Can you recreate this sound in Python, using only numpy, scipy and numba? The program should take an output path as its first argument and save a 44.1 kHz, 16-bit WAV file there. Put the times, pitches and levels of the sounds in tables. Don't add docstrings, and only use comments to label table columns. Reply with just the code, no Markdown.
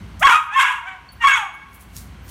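import sys
import numpy as np
from scipy import signal
from scipy.io import wavfile
from scipy.ndimage import uniform_filter1d
from numba import njit

SR = 44100
rng = np.random.default_rng(int(sys.argv[2]) if len(sys.argv) > 2 else 0)


def linear_from_db(decibels):
    return 10 ** (np.asarray(decibels, float) / 20)


def dump(signal):
    limited = np.clip(np.atleast_2d(signal).T, -1, 1)
    pcm = np.round(limited * 32767).astype(np.int16)
    wavfile.write(sys.argv[1], SR, pcm)


N = 101429


def curve(x, pts, col=1):
    return np.interp(x, [p[0] for p in pts], [p[col] for p in pts])


def colour(hz, pts):
    return np.interp(np.log(hz), np.log([p[0] for p in pts]), [p[1] for p in pts])


def unit(x):
    return x / np.sqrt(np.mean(x ** 2))


def band(x, lo_hz, hi_hz):
    sos = signal.butter(2, [lo_hz, min(hi_hz, SR / 2.2)], "band", fs=SR, output="sos")
    return signal.sosfilt(sos, x)


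def walk(rate_hz, n=N):
    k = max(int(SR / rate_hz), 1)
    return unit(uniform_filter1d(uniform_filter1d(rng.standard_normal(n), k), k))


# (frequency [Hz], gain [dB])
MOUTH_SHUT = [(550, -63.5), (800, -10.5), (1100, 1), (1700, -18), (2300, -19), (3300, -19.5), (4300, -43),
              (6800, -31)]
# (frequency [Hz], gain [dB])
MOUTH_OPEN = [(550, -47), (800, -26), (1100, -11.5), (1650, 4.5), (2250, 1), (3300, -11), (4300, -31.5),
              (6800, -25)]


def throat(hz, mouth):
    top_db = -15.5 * np.maximum(np.log2(hz / MOUTH_OPEN[-1][0]), 0)
    shut_db, open_db = colour(hz, MOUTH_SHUT), colour(hz, MOUTH_OPEN)
    return linear_from_db((1 - mouth) * shut_db + mouth * open_db + top_db)


EFFORT_DB_PER_DB = 0.117


def fold_tones(hz, db, rough, mouth, phase):
    n, voice = len(hz), 0
    for half in range(1, 25):
        at = hz * half / 2
        if half == 2:
            at = np.maximum(hz, 959)
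        if half % 2 == 0:
            share = 1 - 0.424 * rough
        else:
            half_db = 4 - min(half - 3, 4) - 5.5 * (half > 7)
            share = linear_from_db(half_db) * 1.036 * rough ** 2
        effort_db = EFFORT_DB_PER_DB * (db + 6) * (at > 4000)
        shimmer_db = 4.5 * rough * walk(80, n)
        clean_db = -10 * (1 - rough) * (half > 7)
        hollow_db = -1 * (2 - rough) * np.exp(-((at - 3750) / 380) ** 2)
        level = linear_from_db(effort_db + shimmer_db + clean_db + hollow_db)
        voice = voice + share * throat(at, mouth) * level * np.sin(phase * half / 2 + half ** 2)
    return voice


def breath_rasp(hz, db, rough, mouth, phase):
    n, rasp = len(hz), 0
    puff = (1 + 0.902 * np.cos(phase / 2)) * rng.standard_normal(n)
    spiky = puff * linear_from_db(3 * walk(500, n))
    for c in 630 * 2 ** (np.arange(14) / 3):
        breath = spiky if c > 4000 else puff
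        under_db = 12 * np.minimum(np.log2(c / hz), 0)
        effort_db = EFFORT_DB_PER_DB * (db + 9.5) * (c > 4000)
        level = linear_from_db(-10.5 + under_db + effort_db + 2.5 * walk(67, n))
        third = unit(band(band(breath, c / 1.1383, c * 1.1562), c / 1.1428, c * 1.0976))
        rasp = rasp + level * rough * np.sqrt(c / 1000) * throat(c, mouth) * third
    return rasp


def call(rows):
    t = np.arange(N) / SR
    on = (t > rows[0][0] - .02) & (t < rows[-1][0] + .02)
    hz, db, rough, mouth = (curve(t[on], rows, c) for c in range(1, 5))
    rough, mouth = np.clip(rough, 0, 1), np.clip(mouth, 0, 1)
    n = on.sum()
    hz = hz * (1 + .036 * rough ** 2 * walk(236.6, n))
    phase = 2 * np.pi * np.cumsum(hz) / SR
    voice = fold_tones(hz, db, rough, mouth, phase) + breath_rasp(hz, db, rough, mouth, phase)
    out = np.zeros(N)
    out[on] = voice * linear_from_db(db) * np.sqrt(np.sqrt(np.hanning(n)))
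    return out


# (time [s], depth [dB], width [s])
FOLD_CATCHES = [(0.2664, -6, 0.00257), (0.2852, -18, 0.00112), (.342, -2, 0.00276), (0.3522, -11.5, 0.0021),
                (0.639, -5, 0.0017), (1.268, -26, 0.00146), (1.292, -4.5, 0.00214), (1.304, -1, 0.00205),
                (1.329, -2.5, 0.0025)]


def catches():
    t = np.arange(N) / SR
    return linear_from_db(sum(db * np.exp(-((t - s) / width) ** 2) for s, db, width in FOLD_CATCHES))


# (time [s], pitch [Hz], level [dB], roughness [0-1], mouth opening [0-1])
FIRST_YAP = [
    (.2, 598.1, -59, 0.09, 0.14),
    (.217, 636.1, -22.5, 0.08, 0.17),
    (.23, 841.9, -10.5, 0.54, 0.5),
    (.238, 1087, -14.5, 0.33, 0.32),
    (.258, 1109, -1.5, 0.28, 0.18),
    (.272, 1092, -4.5, 0.77, 0.47),
    (.294, 946.8, -6.5, 0.82, 0.09),
    (.327, 929.9, -4.5, 0.86, 0.12),
    (.39, 955.6, -29.5, 1, 0.8),
]
# (time [s], pitch [Hz], level [dB], roughness [0-1], mouth [0-1])
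FIRST_HOLD = [(0.287, 1488, -29, 0.59, 0.42), (.297, 1477, -5.5, 0.67, 0.52),
              (.315, 1396, -18.5, 0.73, 0.14), (0.333, 1260, -5, 0.35, 0.36), (0.361, 1244, -2, 0.25, 0.31),
              (.385, 1262, -18, 0.39, 0.44), (.43, 1247, -42.5, 0.49, 0.85)]
# (time [s], pitch [Hz], level [dB], roughness [0-1], mouth [0-1])
SECOND_LEAD = [(.5, 776.3, -38.5, 0.34, 0.93), (0.536, 848.9, -19.5, 0.34, 0.45),
               (0.554, 899.9, -20.5, 0.38, 1), (0.573, 880.8, -24.5, 0.18, 0.98)]
# (time [s], pitch [Hz], level [dB], roughness [0-1], mouth opening [0-1])
SECOND_YAP = [(.535, 1003, -28.5, 0.165, 0.049), (0.554, 1040, -24, 0.207, .05),
              (0.563, 1067, -6.5, 0.1765, 0.028), (.582, 1094, -4.5, 0.306, 0.293),
              (.592, 998.3, -9, 1, 0.15), (0.603, 1085, -6.5, 0.786, 0.455), (0.63, 1085, -7, 0.695, 0.441),
              (0.646, 1095, -16, 0.7, 0.754), (.78, 1081, -28, 0.738, 0.5756)]
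# (time [s], pitch [Hz], level [dB], roughness [0-1], mouth [0-1])
SECOND_HOLD = [(.62, 989.5, -18, 0.344, 0.066), (0.639, 981.2, -11, 0.708, 0.112),
               (0.719, 980.8, -22, 0.885, 0.029), (.85, 943.3, -37, 0.467, 0.015),
               (0.901, 952.6, -47.5, .2, 0.02), (1.06, 938.5, -45, .2, 0.0019)]
# (time [s], pitch [Hz], level [dB], roughness [0-1], mouth opening [0-1])
SMALL_SQUEAK = [
    (.85, 690.1, -35.5, 0.374, 0.387),
    (0.869, 754.9, -28, 0.306, 0.416),
    (0.884, 777.6, -27, 0.294, 0.76),
    (0.905, 753.9, -36, 0.577, 0.637),
    (0.981, 735.3, -37.5, 0.33, 0.36),
]
# (time [s], pitch [Hz], level [dB], roughness [0-1], mouth [0-1])
THIRD_LEAD = [(1.199, 937.8, -47.5, 0.067, 0.487), (1.211, 940.9, -26, 0.16, 0.695),
              (1.227, 924.6, -21, 0.457, 0.668), (1.25, 902.4, -21.5, 0.698, 0.9),
              (1.266, 867, -39, 0.61, 0.78)]
# (time [s], pitch [Hz], level [dB], roughness [0-1], mouth opening [0-1])
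THIRD_YAP = [(1.228, 1062, -56.5, .2, .1), (1.242, 1086, -5, 0.22, 0.175), (1.26, 1117, -4.5, 0.107, 0.147),
             (1.276, 1110, -1, 0.3, 0.58), (1.292, 1068, -8.5, 0.899, 0.517),
             (1.335, 1089, -17.5, 0.818, 0.464), (1.375, 949.8, -15, 0.893, 0.35),
             (1.41, 834.7, -19.5, 0.636, 0.146), (1.499, 687.4, -36.5, 0.776, 0.373)]
# (time [s], pitch [Hz], level [dB], roughness [0-1], mouth [0-1])
THIRD_HOLD = [(1.295, 1110, -30, .05, 1), (1.31, 1110, -16, .04, 1), (1.35, 1108, -15, .04, 1),
              (1.365, 1100, -28, .15, 1), (1.42, 1105, -38, .2, 1)]


def dog():
    calls = (FIRST_YAP, FIRST_HOLD, SECOND_LEAD, SECOND_YAP, SECOND_HOLD,
             SMALL_SQUEAK, THIRD_LEAD, THIRD_YAP, THIRD_HOLD)
    drive_db = 9.5
    return linear_from_db(drive_db) * catches() * sum(call(rows) for rows in calls)


# (time [s], level [dB], rise [s], fall [s], lowest frequency [Hz])
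PAW_SCUFFS = [(.197, -37.5, .001, 0.049, 5530), (.46, -53, 0.0078, 0.0256, 9000),
              (1.746, -39, 0.0089, 0.02026, 9700), (1.809, -41.5, 0.0104, 0.0323, 7100),
              (1.902, -56.5, 0.03276, 0.053, 1156), (1.972, -34.5, 0.0172, 0.043, 3915),
              (2.295, -42.5, 0.0173, 0.031, 3444)]


def scuffs():
    t, out = np.arange(N) / SR, np.zeros(N)
    for s, db, rise, fall, lo_hz in PAW_SCUFFS:
        grit = rng.standard_normal(N) * linear_from_db(2.0 * walk(980))
        swell = np.exp(np.minimum((t - s) / rise, (s - t) / fall))
        out += linear_from_db(db) * swell * unit(band(grit, lo_hz, 18270))
    return out


# (time [s], peak level [dB])
CLAW_CLICKS = [(0.195, -32), (0.8704, -51), (1.732, -37), (1.7969, -49.5), (1.953, -38), (1.9658, -16.5),
               (2.2657, -42.5), (2.2817, -35), (2.2914, -72)]


def claws():
    ticks = np.zeros(N)
    for s, db in CLAW_CLICKS:
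        ticks[int(s * SR)] = linear_from_db(db + 8)
    rings = sum(band(ticks, hz / 1.03, hz * 1.03) for hz in (5616, 6634))
    return band(ticks, 2980, 15800) + linear_from_db(11.5) * rings


TAG_MODES = 4450, 6650, 10300, 13550, 14800, 2220
# (time [s], level [dB],
# ring mode [index], t60 [s])
TAG_STROKES = [(.55, -45, 4, .45), (.62, -55, 4, .22), (1.4, -34, 5, .8), (1.09, -47, 0, .15),
               (1.12, -56, 4, .3), (1.12, -57, 2, .3), (1.12, -62, 3, .3), (1.32, -31, 1, .45),
               (1.53, -60, 4, .6), (1.53, -60, 2, .6), (1.685, -56, 4, .3), (1.685, -59, 2, .3),
               (2.22, -58, 4, .4), (2.22, -62, 3, .3)]


def tag():
    t, flutter_db, out = np.arange(N) / SR, 6.6 * walk(71.9), 0
    for s, db, mode, t60 in TAG_STROKES:
        fade_db = 60 * np.abs(t - s) / np.where(t > s, t60, .01)
        out = out + linear_from_db(db + flutter_db - fade_db) * np.sin(2 * np.pi * TAG_MODES[mode] * t)
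    return out


def room(x):
    t60_low_s, t60_high_s, t60_hall_s = 0.2796, 0.3436, 1.026
    room_db, hall_db, first_echo_s = -8, -17.5, 0.0082
    t = np.arange(SR) / SR
    echoes = rng.standard_normal(SR) * linear_from_db(5.03 * rng.standard_normal(SR)) * (t > first_echo_s)
    low_fade = linear_from_db(-60 * t / t60_low_s) + linear_from_db(hall_db - 60 * t / t60_hall_s)
    high_fade = linear_from_db(-60 * t / t60_high_s)
    tail = band(echoes, 76, 4155) * low_fade + band(echoes, 2175, 27000) * high_fade
    tail = tail / np.sqrt(np.sum(tail ** 2))
    return x + linear_from_db(room_db) * signal.fftconvolve(x, tail)[:N]


# (frequency [Hz], density [dB per Hz])
AIR_COLOUR = [(45, 0), (100, -5.5), (300, -14.5), (500, -19), (1000, -15), (2500, -20.5), (5000, -31.5),
              (15500, -43)]


def air():
    tone = 0
    for c in 45 * 2 ** (np.arange(18) / 2):
        noise = rng.standard_normal(N)
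        half_octave = unit(band(band(noise, c / 1.348, c * 1.2055), c / 1.133, c * 1.192))
        tone = tone + linear_from_db(colour(c, AIR_COLOUR) + 0.304 * walk(35)) * np.sqrt(c) * half_octave
    return linear_from_db(-45) * unit(tone)


# (time [s], level [dB])
FLOOR_RUMBLE = [(0, -36.5), (.35, -43.5), (.6, -55.5), (1.1, -49), (1.14, -42), (1.5, -51), (1.92, -43),
                (1.97, -37), (2.3, -43.5)]


def floor():
    t = np.arange(N) / SR
    rumble_db = curve(t, FLOOR_RUMBLE)
    hum_hz = 59 * (1 + 0.01713 * walk(7.8))
    hum_db = -34 + 0.737 * (rumble_db - FLOOR_RUMBLE[0][1]) + 2.0 * walk(24)
    hum = linear_from_db(hum_db) * np.sin(2 * np.pi * np.cumsum(hum_hz) / SR)
    deep = band(rng.standard_normal(N), 73.2, 94.6)
    upper = band(rng.standard_normal(N), 109.2, 219.5)
    return hum + linear_from_db(rumble_db) * unit(deep + 0.3404 * upper)


def scene():
    return (room(dog() + tag()) + scuffs() + claws() + air() + floor())[None]


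@njit
def duck(x, top, ratio, grab, let_go):
    y, e = np.empty(len(x)), 0.
    for i in range(len(x)):
        a = abs(x[i])
        e += (a - e) * (grab if a > e else let_go)
        y[i] = x[i] * min(1., (top / (e + 1e-9)) ** (1 - 1 / ratio))
    return y


def roll_off(x):
    return signal.sosfilt(signal.butter(12, 16410, fs=SR, output="sos"), x)


def record(dry):
    mic_lo_hz, mic_hi_hz = 45, 15900
    grab_s, let_go_s = 0.0126, .5
    clip, knee = .72, 6
    x = band(band(dry[0], mic_lo_hz, mic_hi_hz), mic_lo_hz, mic_hi_hz)
    x = duck(x, 0.1457, 1.9422, 1 / (grab_s * SR), 1 / (let_go_s * SR))
    x = x / (1 + np.abs(x / clip) ** knee) ** (1 / knee)
    x = signal.sosfilt(signal.ellip(8, .2, 70, mic_hi_hz, fs=SR, output="sos"), x)
    return roll_off(x[None])


dry = scene()
out = record(dry)
dump(out)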